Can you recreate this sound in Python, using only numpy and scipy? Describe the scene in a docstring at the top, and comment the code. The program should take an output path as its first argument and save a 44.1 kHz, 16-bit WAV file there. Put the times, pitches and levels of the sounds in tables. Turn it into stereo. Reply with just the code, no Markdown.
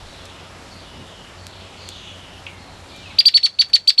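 """A blackbird close by gives eight sharp chip notes, each an arch of pitch made by the two sides of
its voice box (the syrinx). It also feeds on a stump: seeds tick in its bill, a wing or foot
rustles, and there is one harsh "chuck". Behind it a breeze blows, a distant mower drones and far
birds whistle from the trees. The recorder adds a glassy edge and a high fizz to the loud chips,
and its gain control turns the whole yard down under them."""
import sys
import numpy as np
from scipy import signal
from scipy.fft import rfft, irfft
from scipy.io import wavfile

SR = 44100
rng = np.random.default_rng(int(sys.argv[2]) if len(sys.argv) > 2 else 0)


def log_audio(samples):
    """Write samples as a 16-bit WAV file to the path given in sys.argv[1]."""
    # one column per channel
    frames = np.atleast_2d(samples).T
    # limit to full scale, then quantise
    limited = np.clip(frames, -1, 1)
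    pcm = np.round(limited * 32767).astype(np.int16)
    wavfile.write(sys.argv[1], SR, pcm)


N = 176400
TIME = np.arange(N) / SR

# the breeze and the haze of far birdsong, from low to high pitch: f/Hz, relative level per Hz/dB
BREEZE_AND_HAZE = [(15, -40), (25, -18), (59, -4.5), (90, -8), (154, -8), (301, -9.5), (373, -11),
                   (588, -12), (637, -10), (1860, -20), (4150, -20.5), (5000, -26.5), (9270, -32.5),
                   (12800, -97), (15000, -69)]
# how loud the breeze and haze are over time: t/s, level/dB
BREEZE_LEVEL = [(0, -39), (.5, -39.5), (1.0, -39.5), (1.6, -40), (2.4, -40.5), (3.1, -40), (4, -38)]
# how alike they are on the left and right: f/Hz, likeness (1 = the same)
BREEZE_LIKENESS = [(60, 0.98), (130, 0.33), (290, -0.4), (640, 0.25), (1410, 0.68), (3100, 0.58),
                   (6820, 0.84), (15000, 1)]
# puffs of wind on the microphone: t/s, half-length/s, level/dB, f/Hz
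WIND_PUFFS = [(0.058, .04, -38, 56), (1.01, 0.052, -42, 166), (2.808, 0.17, -53, 52.6)]
# the tones of the mower's engine: multiple of the firing rate, level/dB
ENGINE_TONES = [(1, -51.5), (2, -59.5), (3, -61), (4, -61.5), (6, -60), (7, -60.5)]
# far whistles: t/s, length/s, first f/Hz, target f/Hz, glide time/s, relative level/dB, width/Hz
FAR_WHISTLES = [(0.041, 0.28, 4210, 3500, .2, -48, 1000), (.17, 0.31, 3284, 2885, .15, -47.5, 1120),
                (0.698, 0.12, 4470, 4280, 0.076, -45.5, 650), (0.786, .13, 3900, 3340, 0.072, -48, 800),
                (0.808, 0.24, 3150, 2900, .08, -49, 330), (1.058, 0.11, 3690, 3000, 0.057, -45.5, 900),
                (1.13, 0.18, 3160, 2850, 0.12, -47, 300), (1.36, 0.28, 4460, 4100, .2, -49, 650),
                (1.479, 0.38, 3600, 2648, 0.15, -45, 1330), (1.769, 0.16, 4530, 4470, .11, -43, 650),
                (1.766, 0.37, 6720, 6390, 0.1, -54, 1100), (1.872, .26, 3900, 3015, 0.098, -39.5, 1100),
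                (2.062, .34, 3230, 2860, .17, -45.5, 560), (2.424, .2, 2460, 2093, .063, -48.5, 70),
                (2.564, 0.25, 4160, 4150, 0.082, -50, 448), (2.905, 0.14, 2395, 2350, 0.054, -45.5, 30),
                (2.879, 0.31, 4150, 2950, 0.22, -43, 1500), (3.021, 0.094, 3100, 2106, 0.065, -41, 110),
                (3.075, 0.073, 2620, 2153, .0185, -45.5, 130)]
# echoes off the stump, lawn and trees: delay/s, level/dB, fade time/s (to -60 dB), stereo width
YARD_ECHOES = [(.005, -12, 0.034, 0.062), (.014, -17, 0.12, 0.57), (.026, -29.5, .025, .3),
               (.03, -28, 0.64, 0.48)]
# seed ticks and, last, one soft low rustle of a wing or foot:
# t/s, level before filtering/dB, fade time/s, low f/Hz, high f/Hz
TICKS_AND_RUSTLE = [(.2545, -24.5, .003, 2500, 10000), (.4494, -44, .002, 2000, 9000),
                    (1.4682, -13.5, 0.00022, 1700, 6400), (1.8892, -11, 0.0015, 3000, 7500),
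                    (2.962, -25.5, 0.004, 2000, 6770), (3.6876, -24.5, .001, 3000, 8000),
                    (3.697, -13, .008, 800, 2600)]
# chip notes: t/s, time until the fall/s, top f/Hz, relative level/dB, swell time/s, second voice/dB,
# its entry/s, recorder's edge/dB, extra octave in the fall/dB, octave/dB, recorder's fizz/dB, release/s
CHIP_NOTES = [(3.1830, .0200, 4803, 2, .0085, -22, .009, -8.5, -20, -31, -26.5, 0.0097),
              (3.2521, .0310, 4597, 8, 0.0094, -15, 0.0037, -9.5, -30, -18, -28, 0.0097),
              (3.3374, 0.034, 4444, 8, 0.014, -14, 0.024, -22, -16, -23.5, -26, 0.011),
              (3.4281, 0.03, 4470, 5, 0.019, -13, 0.014, -21, -6.5, -15.5, -22, 0.013),
              (3.5863, .0260, 4550, 7, 0.016, -21, 0.011, -19, -3, -26, -23, 0.012),
              (3.731, .0255, 4504, 6.5, 0.0048, -6.5, 0.019, -14, -9, -21.5, -15, .012),
              (3.8721, 0.024, 4590, 9, 0.0057, -10.5, .0073, -9, 1, -15.5, -17, .012),
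              (3.9767, .0270, 4490, 10.5, 0.0039, -5.5, .012, -16, 0, -18, -24, .012)]


def from_db(db):
    """Turn decibels into a gain to multiply by."""
    return 10 ** (np.asarray(db) / 20)


def rms_one(x):
    """Scale a signal so its average strength (rms) is 1."""
    return x / np.sqrt(np.mean(x ** 2) + 1e-20)


def at_hz(points, hz):
    """Read between a table's rows, with octaves evenly spaced."""
    table_hz, values = np.transpose(points)
    return np.interp(np.log(hz), np.log(table_hz), values)


def band(x, low_hz, high_hz, order=2):
    """Keep what lies between two frequencies."""
    sos = signal.butter(order, [low_hz, high_hz], "band", fs=SR, output="sos")
    return signal.sosfilt(sos, x + 1e-18)


def low_pass(x, hz, order=10):
    """Cut the treble; a higher order cuts more steeply."""
    return signal.sosfilt(signal.butter(order, hz, fs=SR, output="sos"), x + 1e-18)


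def resonance(x, hz, width_hz):
    """Let one frequency through at full strength and weaken those around it."""
    r = np.exp(-np.pi * width_hz / SR)
    feedback = [1, -2 * r * np.cos(2 * np.pi * hz / SR), r * r]
    return signal.lfilter(np.array([1, 0, -1]) * (1 - r * r) / 2, feedback, x + 1e-18)


def drift(rate_hz):
    """A smooth random wobble of size about 1 that changes at about this rate."""
    hz = np.arange(N // 2 + 1) * SR / N
    return rms_one(irfft(rfft(rng.standard_normal(N)) / (1 + (hz / rate_hz) ** 2), N))


def phase_of(hz):
    """Add up a changing pitch into the angle of a sine wave."""
    return 2 * np.pi * np.cumsum(hz) / SR


def echo_cloud(x, fade_s, delay_s=0, clump_db=4.5):
    """Countless small echoes from grass and leaves arrive in clumps, different on each side."""
    t = TIME[:SR]
    tail = rng.standard_normal((2, SR)) * from_db(clump_db * drift(50)[:SR] - 60 * t / fade_s)
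    tail *= t >= delay_s
    return signal.fftconvolve(x[None], tail / np.sqrt(np.sum(tail ** 2) / 2), axes=1)[:, :N]


def breeze():
    """Wind and a haze of far birdsong as flickering bands of noise, with low puffs on the microphone."""
    edges_hz = 22 * 2 ** np.arange(0, 9.6, .5)   # half an octave apart
    out, gust, noise = 0, drift(0.67), rng.standard_normal((2, 2, N))
    for k, (low, high) in enumerate(zip(edges_hz, edges_hz[1:])):
        mid, side = band(noise[k % 2], low, high)   # what left and right share, and how they differ
        hz = np.sqrt(low * high)
        alike = at_hz(BREEZE_LIKENESS, hz)
        gain = from_db(at_hz(BREEZE_AND_HAZE, hz) + 0.24 * gust + drift(5.9))
        out += gain * (np.sqrt(1 + alike) * mid + np.sqrt(1 - alike) * side * [[1], [-1]])
    out = rms_one(low_pass(out, 12000)) * from_db(np.interp(TIME, *np.transpose(BREEZE_LEVEL)))
    for peak_s, half_length, db, hz in WIND_PUFFS:
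        rumble = rms_one(band(rng.standard_normal(N), hz / 3.4, hz * 1.52))
        out += from_db(db) * np.exp(-((TIME - peak_s) / half_length) ** 2) * rumble
    return out


def mower(firing_hz=92.45, blade_hz=88.6, blade_db=-51):
    """The engine and the slightly lower blade hum beat against each other and fade in the wind."""
    firing = phase_of(firing_hz * (1 + 0.00794 * drift(1.9)))
    engine = sum(from_db(db + drift(3.6)) * np.sin(k * firing) for k, db in ENGINE_TONES)
    blade = from_db(blade_db + drift(12)) * np.sin(phase_of(blade_hz * (1 + 0.01 * drift(4.1))))
    return np.sqrt(2) * (engine + blade)


def far_whistles():
    """Far birds give falling whistles, which the trees blur into sliding bands of noise."""
    out = np.zeros(N)
    for start, length, first_hz, target_hz, glide, db, width_hz in FAR_WHISTLES:
        span = slice(int(start * SR), int((start + length) * SR))
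        t = TIME[span] - TIME[span][0]
        phase = phase_of(target_hz + (first_hz - target_hz) * np.exp(-t / glide))
        blur = low_pass(rng.standard_normal((2, SR)), width_hz / 2, order=3)[:, -len(t):]
        call = rms_one(blur[0] * np.sin(phase) + blur[1] * np.cos(phase)) / np.sqrt(2)
        fade_in_out = np.clip(np.minimum(t, length - t) / 0.02, 0, 1)
        out[span] += from_db(db) * fade_in_out * call
    out *= from_db(0.63 * drift(40))   # a slight flutter
    return from_db(-0.5) * (out + echo_cloud(out, fade_s=1))


def yard(x, left_lag_s=8e-6, pan_db=0.5):
    """A near sound and its echoes reach the right microphone a little earlier and louder."""
    out = np.array([x, x])
    for delay, db, fade_s, width in YARD_ECHOES:
        mid, side = echo_cloud(x, fade_s, delay) / np.sqrt(2)
        out += from_db(db) * (mid + width * side * [[1], [-1]])
    hz = np.arange(N + 1) * SR / (2 * N)
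    lag = np.exp(-2j * np.pi * hz * np.array([[left_lag_s], [0]]))
    return irfft(rfft(out, 2 * N) * lag)[:, :N] * from_db([[-pan_db], [pan_db]])


def feeding():
    """Seeds tick in the bill and a wing or foot rustles once: each is a click and fading noise."""
    out, t = np.zeros(N), TIME[:SR // 20]
    click = -2 * (t == 0)
    for start, db, fade_s, low_hz, high_hz in TICKS_AND_RUSTLE:
        i = int(start * SR)
        tail = from_db(-8.5) * rng.standard_normal(len(t)) * np.exp(-t / fade_s)
        out[i:i + len(t)] += from_db(db) * band(click + tail, low_hz, high_hz, order=1)
    return low_pass(out, 12360)


def chuck(start_s=2.4645, burst_hz=2780, tail_hz=2550, width_hz=620):
    """A harsh burst of noise rings in the throat, with a lower, softer tail."""
    t = np.maximum(TIME - start_s, 0)
    burst, tail = (rms_one(resonance(resonance(rng.standard_normal(N), hz, width_hz), hz, width_hz))
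                   for hz in (burst_hz, tail_hz))
    burst *= np.exp(-(t / .006) ** 2)
    tail *= from_db(-9) * np.exp(-t / .03)
    return from_db(-23.5) * np.clip(t / 0.0021, 0, 1) * (burst + tail)


def chips(onset_hz=2344, creep_hz_per_s=7400, end_hz=590, second_hz=3303):
    """Two voices arch up and down and mix in the syrinx. Returns the call and wide recorder fizz."""
    tracks, t = np.zeros((4, N + SR)), TIME[:SR // 10]
    wobbles = np.array([drift(210), drift(1000), drift(600), drift(290)])
    for (start, hold, top_hz, db, swell, second_db, entry,
         edge_db, fall_octave_db, octave_db, fizz_db, release) in CHIP_NOTES:
        i, pick = int(start * SR), rng.integers(N - len(t))
        waver, flutter, jitter, flicker = wobbles[:, pick:pick + len(t)]
        # The pitch leaps up, creeps higher, then drops away.
        falling_s = 0.00164 * np.logaddexp(0, (t - hold) / 0.00164)   # time since the fall began
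        fall = 1 - np.exp(-falling_s / 0.0062)   # 0 while the note is held, then up to 1
        rise = (1 - (1 - onset_hz / top_hz) * np.exp(-(t / .0046) ** 2.4)) * (1 + 0.0095 * waver)
        held_hz = (top_hz + creep_hz_per_s * (t - hold / 2)) * rise
        first = phase_of(end_hz + (held_hz - end_hz) * np.exp(-falling_s / .0088))
        second = phase_of(second_hz * rise * np.exp(-falling_s / .016))
        # The first voice has an octave overtone; the recorder adds a glassy edge near 14 kHz.
        octave = from_db(octave_db) + from_db(fall_octave_db) * fall ** 2
        octave += from_db(-32) * np.exp(-t / .0046)
        edge = from_db(edge_db) * rise ** 8 * (1 - fall) ** 6
        highs = octave * np.sin(2 * first + .45 * jitter) + edge * np.sin(3 * first + .45 * jitter)
        tone = np.sin(first) + highs * from_db(4.5 * flicker)
        # The second voice joins, and mixing the two makes two more tones.
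        second_gain = from_db(second_db) * np.clip((t - entry) / 0.0011, 0, 1)
        sum_tone = from_db(-2) * np.sin(first + second + .45 * flutter)
        difference_tone = from_db(-11) * np.sin(2 * first - second)
        tone += second_gain * (np.sin(second) + sum_tone + difference_tone)
        # The recorder's high fizz rides on the loud note.
        fizz = band(rng.standard_normal(len(t)), 7000, 10600, order=4)
        fizz *= from_db(fizz_db) + from_db(-13) * fall
        # The note stays weak until its pitch has risen, and turns rough as it falls.
        attack = rise ** 0.36 * np.sin(np.pi / 2 * np.clip(t / 0.0018, 0, 1)) ** 2
        loudness = from_db(db) * attack * (1 - 0.56 * np.exp(-t / swell))
        loudness *= np.exp(-(falling_s / release) ** 3.3)
        note = loudness * (tone + fizz) * (1 + 0.65 * fall * flutter)
        tracks[:, i:i + len(t)] += [note, note * fall, loudness, loudness * fall]
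    notes, falls, note_level, fall_level = tracks[:, :N]
    wide_fizz = band(rng.standard_normal((2, N)), 8500, 10100, order=4)
    wide_fizz *= from_db(-30.5) * note_level + from_db(-27.5) * fall_level
    # Each note breaks with a low croak and a bright spray of noise.
    croak = from_db(-22.5) * fall_level * band(rng.standard_normal(N), 1100, 3200)
    spray = from_db(-25) * resonance(fall_level * rng.standard_normal(N), hz=5460, width_hz=710)
    stump_echo = from_db(-6) * echo_cloud(falls, fade_s=0.058, delay_s=0.0016)[0]
    # The throat favours whichever tone slides through its resonance.
    throat = resonance(notes + stump_echo, hz=4550, width_hz=910)
    return throat + croak + spray, wide_fizz


def scene():
    """The near blackbird and its echoes, over the far sounds."""
    call, wide_fizz = chips()
    return yard(call + feeding() + chuck()) + wide_fizz + far_whistles() + breeze() + mower()


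def record(dry, limit_db=-2, attack_s=0.0057, recover_db_per_s=5):
    """Gain control dips fast on loud peaks and comes back slowly; then the highest treble is cut."""
    over_db = np.maximum(20 * np.log10(np.abs(dry).max(axis=0) + 1e-9) - limit_db, 0)
    recovery_db = recover_db_per_s * TIME
    held_db = np.maximum.accumulate(over_db + recovery_db) - recovery_db
    r = np.exp(-1 / (attack_s * SR))
    smooth_db = signal.lfilter([1 - r], [1, -r], held_db)
    ducked = dry * from_db(-np.interp(TIME + attack_s, TIME, smooth_db))   # looks slightly ahead
    return signal.sosfilt(signal.cheby2(12, 70, 16500, fs=SR, output="sos"), ducked)


dry = scene()
out = record(dry)
log_audio(out)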